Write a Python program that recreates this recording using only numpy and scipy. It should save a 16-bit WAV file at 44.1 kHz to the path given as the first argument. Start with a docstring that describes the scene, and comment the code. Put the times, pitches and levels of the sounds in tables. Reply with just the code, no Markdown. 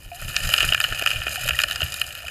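"""A soft river rumble and shifting gravel, heard under water through a sealed camera housing.
A big fish beats its tail over the pebble bed. Each beat pushes a low surge past the housing and
stirs the gravel: fine grit rustles and ticks, a few heavy stones knock, pebbles clack.
Pebbles and grit ring the housing's resonances; the heavy stones have two hollow modes of their own.
Now and then a bubble blips over a faint gurgle."""
import sys
import numpy as np
from scipy import signal
from scipy.fft import rfft, irfft
from scipy.io import wavfile

SR = 44100
rng = np.random.default_rng(int(sys.argv[2]) if len(sys.argv) > 2 else 0)


def persist_wave(psi):
    """Save psi, clipped to +-1, as 16-bit WAV."""
    counts = np.round(np.clip(psi, -1, 1) * 32767).astype(np.int16)
    wavfile.write(sys.argv[1], SR, np.atleast_2d(counts).T)


N = 101429
TIME = np.arange(N) / SR


def from_db(db):
    """Decibels to gain."""
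    return 10 ** (np.asarray(db) / 20)


def unit_rms(x):
    """Scale to unit rms."""
    return x / np.sqrt(np.mean(x ** 2) + 1e-20)


def curves(rows):
    """Interpolate each column after the time column to every sample."""
    time_s, *columns = np.transpose(rows)
    return [np.interp(TIME, time_s, column) for column in columns]


def filtered(x, hz, kind, order=2):
    """Causal Butterworth filter."""
    sos = signal.butter(order, np.clip(hz, 10, .45 * SR), kind, fs=SR, output="sos")
    return signal.sosfilt(sos, x + 1e-18)


def noise(hz, kind, order=2):
    """Filtered noise at unit rms."""
    return unit_rms(filtered(rng.standard_normal(N), hz, kind, order))


def ring(x, modes):
    """Parallel band-pass resonances."""
    return sum(from_db(db) * filtered(x, [hz - width_hz / 2, hz + width_hz / 2], "band")
               for hz, width_hz, db in modes)


def impulses(start_s, db):
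    """One impulse per contact."""
    out = np.zeros(N)
    samples = np.clip(np.round(start_s * SR).astype(int), 0, N - 1)
    np.add.at(out, samples, from_db(db))
    return out


def grains(per_s, spread_db):
    """Random impulses, many small and a few large."""
    sizes = from_db(spread_db * np.minimum(rng.exponential(1, N), 3.4))
    signs = rng.choice([-1, 1], N)
    return sizes * signs * (rng.random(N) < per_s / SR)


def scattered(hits, spray_db, t60_s):
    """Each hit trails a short random spray of reflections off nearby stones."""
    decay = from_db(-120 / (t60_s * SR))
    power = signal.lfilter([0, 1 - decay], [1, -decay], hits ** 2 + 1e-18)
    return hits + from_db(spray_db) * np.sqrt(power) * rng.standard_normal(N)


# Each row: frequency in Hz, relative spectral density in dB.
CURRENT_SPECTRUM = [(20, -17), (40, -2), (65, 1), (130, -5.5), (200, -18), (350, -20), (900, -24.5),
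                    (3000, -39), (15000, -27.5)]
# Each row: time in seconds, relative level in dB.
CURRENT_LEVELS = [(0, -3.5), (.15, -6.5), (.3, 4), (1.0, 0), (1.8, 1.5), (2.3, -6.5)]

def current(gain_db=-43.5):
    """The river rumbles softly along the housing."""
    hz, db = np.transpose(CURRENT_SPECTRUM)
    bins_hz = np.fft.rfftfreq(N, 1 / SR)
    colour = from_db(np.interp(np.log(bins_hz + 1), np.log(hz), db))
    rumble = unit_rms(irfft(colour * rfft(rng.standard_normal(N)), N))
    flow_db, = curves(CURRENT_LEVELS)
    return from_db(gain_db + flow_db) * rumble


def varied(drive, spread_db=2.5, rate_hz=95):
    """The drive of a resonance changes from contact to contact."""
    return drive * unit_rms(from_db(spread_db * noise(rate_hz, "low")))


# Each row: centre in Hz, width in Hz, gain in dB.
HOUSING_HIGH_MODES = [(3810, 240, -3.5), (4164, 264, -4.5), (4950, 384, -3.5), (6974, 1240, -8),
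                      (8640, 490, -10.5), (9840, 590, -8.5), (11700, 1340, -10), (13800, 1300, -18)]

def housing_treble(drive):
    """The housing's high resonances, each struck with its own strength."""
    return sum(ring(varied(drive), [mode]) for mode in HOUSING_HIGH_MODES)


# Each row of both: centre in Hz, width in Hz, gain in dB.
HOUSING_BODY_MODES = [(680, 203, -13.5), (1406, 229, 0.5), (1634, 62, -2), (1763, 152, 3.5)]
HOUSING_MAIN_MODES = [(2503, 174, 0), (2905, 280, 0.5)]

def housing(body, lower, upper, edge):
    """The housing rings: body, lower and upper main mode, and treble, each driven separately."""
    main = ring(lower, HOUSING_MAIN_MODES[:1]) + ring(upper, HOUSING_MAIN_MODES[1:])
    return ring(body, HOUSING_BODY_MODES) + main + housing_treble(edge)


GRIT_HIGHPASS_HZ = 5500
# Each row: time in seconds, relative crunch level in dB, relative grit level in dB.
GRAVEL_LEVELS = [(0, -50, -61), (.06, -53.5, -51), (.1, -54.5, -64), (.15, -46, -46.5), (.22, -38.5, -46.5),
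                 (.33, -37.5, -40), (.45, -29.5, -37.5), (.58, -29, -35.5), (.69, -31, -37.5),
                 (.77, -38.5, -42), (.88, -31, -46), (1.0, -36.5, -50.5), (1.1, -31.5, -43),
                 (1.25, -37.5, -49.5), (1.34, -34, -36.5), (1.48, -33, -43), (1.66, -34.5, -44),
                 (1.8, -34, -56), (1.92, -36.5, -37.5), (1.97, -38.5, -44), (2.06, -39, -43.5),
                 (2.3, -42, -52)]

def gravel(crunch_db, grit_db, stir_db):
    """Small stones crunch and sand rustles in spurts; harder stirring makes more contacts."""
    density = from_db(0.39 * stir_db)
    small = grains(per_s=1500 * density, spread_db=5.5) / np.sqrt(density)
    small = scattered(small, spray_db=-4.5, t60_s=0.03)
    sand = grains(per_s=2300 * density, spread_db=6.5) / np.sqrt(density)
    sand = scattered(sand, spray_db=2.0, t60_s=0.0084)
    crunch = unit_rms(housing(from_db(-6) * small, varied(small), varied(small), from_db(-9) * small))
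    spurts = from_db(3.5 * noise(hz=24.5, kind="low"))
    grit = unit_rms(spurts * housing_treble(filtered(sand, GRIT_HIGHPASS_HZ, "high")))
    return from_db(crunch_db + 2.5) * crunch + from_db(grit_db + 0.5) * grit


# Each row: centre in seconds, swell in Hz, swell level in dB, churn level in dB, half length in seconds.
TAIL_BEATS = [(0.07, 35.6, -32.5, -42, 0.013), (0.256, 27, -31, -35, 0.038),
              (0.46, 26.2, -23.5, -29.5, 0.024), (0.671, 25, -26.5, -29.5, 0.032),
              (0.92, 27.4, -28, -34.5, 0.016), (1.183, 24, -30.5, -33.5, 0.024),
              (1.282, 63, -36.5, -39, 0.023), (1.467, 22, -31, -32, 0.023), (1.526, 63, -31, -38, 0.02),
              (1.839, 79, -22.5, -30, 0.011), (2.264, 71, -36, -51, 0.016)]

def tail_beats(wake_db=-11.5, wake_s=0.12, churn_hz=(52, 141)):
    """Each beat is a pressure swell with churning water and a dying wake; a quick one thumps."""
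    swell, churn_power = 0, 0
    for centre_s, hz, swell_db, churn_db, half_s in TAIL_BEATS:
        t = TIME - centre_s
        push = np.exp(-.5 * (t / half_s) ** 2)
        swell -= from_db(swell_db) * push * np.cos(2 * np.pi * hz * t)
        wake = from_db(wake_db) * (t > 0) * np.exp(-np.abs(t) / wake_s)
        churn_power += from_db(churn_db) ** 2 * (push ** 2 + wake ** 2)
    eddies = noise(churn_hz, "band", order=3)
    return swell + np.sqrt(churn_power) * eddies


def gurgle(stir_db, gain_db=-50):
    """Small bubbles ring in the wake, louder as the gravel is stirred harder."""
    pitches_hz = np.geomspace(534.5, 767, 10)
    per_s, width_hz = 1200 / len(pitches_hz), 85
    swarm = sum(ring(grains(per_s, spread_db=6.0), [(hz, width_hz, 0)]) for hz in pitches_hz)
    return from_db(gain_db + 0.84 * stir_db) * unit_rms(swarm)


# Each row: start in seconds, pitch in Hz, level in dB, 60 dB decay time in seconds.
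BUBBLE_BLIPS = [(0.116, 2350, -20, 0.014), (.116, 614, -28.5, 0.17), (.217, 536, -31, 0.043),
                (1.376, 639, -27, 0.092), (1.428, 1790, -29, 0.039), (1.455, 505, -23.5, 0.047),
                (1.546, 1760, -16.5, 0.032), (1.838, 11300, -17.5, 0.028), (2.124, 7700, -37, .05),
                (2.193, 13100, -35, .025), (2.243, 575, -26, 0.031)]

def bubbles(attack_s=0.0019, sag=0.19, sag_s=0.015, rise_per_s=3.9):
    """Single bubbles ring: the pitch starts high, settles, then creeps up."""
    out = 0
    for start_s, hz, db, t60_s in BUBBLE_BLIPS:
        age_s = np.maximum(TIME - start_s, 0)
        settle = sag * sag_s * (1 - np.exp(-age_s / sag_s))
        creep = .5 * rise_per_s * age_s ** 2
        cycles = hz * age_s + min(hz, 767) * (settle + creep)  # high blips bend proportionally less
        envelope = (1 - np.exp(-age_s / attack_s)) * from_db(-60 * age_s / t60_s)
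        out += from_db(db) * envelope * np.sin(2 * np.pi * cycles)
    return out


# Each row: start in seconds, relative level in dB.
GRIT_TICKS = [(0.1365, -36), (0.2157, -22.5), (0.3493, -29), (0.506, -24.5), (0.68, -25), (0.702, -23),
              (0.9886, -23), (1.3412, -24), (1.4113, -21), (1.461, -18), (1.5543, -21), (1.61, -17),
              (1.9031, -29.5), (1.9973, -19.5), (2.0658, -23), (2.0747, -26), (2.125, -27)]

def grit_ticks(gain_db=24.5):
    """Chips of grit tick against the housing: dry, bright, without body."""
    start_s, db = np.transpose(GRIT_TICKS)
    hits = scattered(impulses(start_s, db + gain_db), spray_db=-0.5, t60_s=0.008)
    return housing_treble(filtered(hits, GRIT_HIGHPASS_HZ, "high"))


# Each row: centre in Hz, width in Hz, gain in dB.
STONE_MODES = [(393, 210, -3), (651, 107, 3)]
# Each row: start in seconds, relative level in dB.
STONE_KNOCKS = [(.221, -27), (.628, -5), (.643, -7), (.7205, -1), (.922, -10), (1.011, -10), (1.021, -1.5),
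                (1.266, -4), (1.28, -16), (1.494, -5.5), (1.816, -3.5)]

def stone_knocks(gain_db=14.5):
    """Heavy stones tip over with a hollow knock."""
    start_s, db = np.transpose(STONE_KNOCKS)
    hits = scattered(impulses(start_s, db + gain_db), spray_db=-7.5, t60_s=0.04)
    return ring(hits, STONE_MODES)


# Each row: start in seconds, relative main ring level in dB, upper over lower mode in dB,
# body over main ring in dB, edge over main ring in dB.
PEBBLE_CLACKS = [(0.2213, -24, 6, 3.5, -22), (0.2812, -19, 2, -3.5, -13.0), (0.3646, -5, 0, -8.5, -20),
                 (0.49, -19.5, 12, 8.5, -0.5), (0.5381, 0.5, 5.5, -4.5, -12.5), (0.579, -6.5, 7, -17, -12),
                 (0.5834, -9.5, 6.0, -3, -8.0), (0.6044, -2.0, 0.5, -9, -15), (0.6109, -10.5, 12, -2, -20),
                 (0.626, -9.5, 7, -13, -14.5), (0.6295, -7.5, 5, -7, -16), (0.6356, -10, 2.0, -8, -19),
                 (0.6423, -8.5, -2, 0, -23), (0.689, -8.5, 11, -8, -15.5), (0.7206, -9.5, -8, -10, -37),
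                 (0.7233, -0.0, 4, -10, -28), (0.7342, -11, 7, -7, -10), (0.7458, -0.5, -0.5, -3.5, -21.0),
                 (0.7764, -12.5, 3, -4.5, -20), (0.8018, -4.0, -2, -5.5, -14.0),
                 (0.812, -14.0, -3, 0.5, -9.5), (0.8402, -2.5, 7, -7, -17), (0.8456, -7.0, 6.5, -3.5, -25),
                 (0.9232, -12.5, -2, 1.5, -30), (0.994, -12.5, 3.0, -7, -8.5), (1.0124, -14, -2, -2, -22),
                 (1.0225, -8.5, -4, -4.5, -15), (1.0611, -3.0, -1.5, -3.5, -15.5), (1.0729, -3, 3, -4, -19),
                 (1.104, -9.0, 4, -9, -14), (1.1128, -8.0, 1.5, -7.5, -17.5), (1.1584, -12.5, -2, -13, -17),
                 (1.217, -11, -2, -5, -31.5), (1.2665, -10, -6, -2, -37), (1.2803, -10.5, 0.5, -5.0, -32.5),
                 (1.3265, -21, -4.0, -5, -8), (1.3568, -12.5, -2.0, -3.5, -10.5),
                 (1.4774, -13, 5, -3.5, -8.5), (1.4874, -8.5, -8, 0, -10), (1.4916, -5, 6, -6.5, -14),
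                 (1.5069, -5, -3, -6.5, -29), (1.5891, -2.5, 4, -6.5, -18.5),
                 (1.6003, -9.0, -10, -0.5, -15), (1.6164, -12.5, 2, -2.0, -4), (1.6359, -3, -2, -6.5, -11),
                 (1.6393, -16, 8, 6.5, -11), (1.685, -14, 7, -6, -14.0), (1.7099, -12.5, 6, -1.5, -7),
                 (1.721, -22, 12.0, -10, -5.5), (1.7582, -17, 11, -0.5, -6), (1.805, -16.5, 14, 1, -29),
                 (1.818, -12, 16, -5, -14.5), (1.8302, -9, 8, -10, -23), (1.9216, -25, 8, -6, -0.5),
                 (1.9406, -19.0, 5, -3.5, 0.5), (2.0149, -4, 3.5, -8, -13), (2.1509, -21.5, 1, -5, -7.5),
                 (2.281, -16.0, -5, -4, -19.0)]

def pebble_clacks(gain_db=26.5):
    """Pebbles ring the housing: beating modes near 2.5 and 2.9 kHz, a lower body, a sharp edge."""
    start_s, db, tilt_db, body_db, edge_db = np.transpose(PEBBLE_CLACKS)
    body = scattered(impulses(start_s, db + body_db), spray_db=-8, t60_s=0.019)
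    lower = scattered(impulses(start_s, db - tilt_db / 2), spray_db=-6.5, t60_s=0.016)
    upper = scattered(impulses(start_s, db + tilt_db / 2), spray_db=-9, t60_s=0.021)
    edge = scattered(impulses(start_s, db + edge_db), spray_db=2.5, t60_s=0.011)
    return from_db(gain_db) * housing(body, lower, upper, edge)


# Each row: start in seconds, relative level in dB.
PEBBLE_CRACKS = [(0.3645, 3)]

def pebble_crack(band_hz=(3500, 7650)):
    """One pebble cracks close to the housing."""
    start_s, db = np.transpose(PEBBLE_CRACKS)
    burst = scattered(impulses(start_s, db), spray_db=8, t60_s=0.0099)
    return filtered(burst, band_hz, "band", order=4)


def scene():
    """Stones, water and bubbles at one microphone."""
    crunch_db, grit_db = curves(GRAVEL_LEVELS)
    stir_db = crunch_db - crunch_db.mean()
    contacts = pebble_clacks() + pebble_crack() + grit_ticks() + stone_knocks()
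    bed = gravel(crunch_db, grit_db, stir_db)
    water = tail_beats() + current() + gurgle(stir_db) + bubbles()
    return (contacts + bed + water)[None]


def record(dry):
    """Soft clipping rounds the loudest peaks; a steep low-pass cuts the top."""
    ceiling, cutoff_hz = 0.95, 15200
    rounded = dry / (1 + (dry / ceiling) ** 6) ** (1 / 6)
    lowpass = signal.ellip(10, .2, 80, cutoff_hz, fs=SR, output="sos")
    return signal.sosfilt(lowpass, rounded)


dry = scene()
out = record(dry)
persist_wave(out)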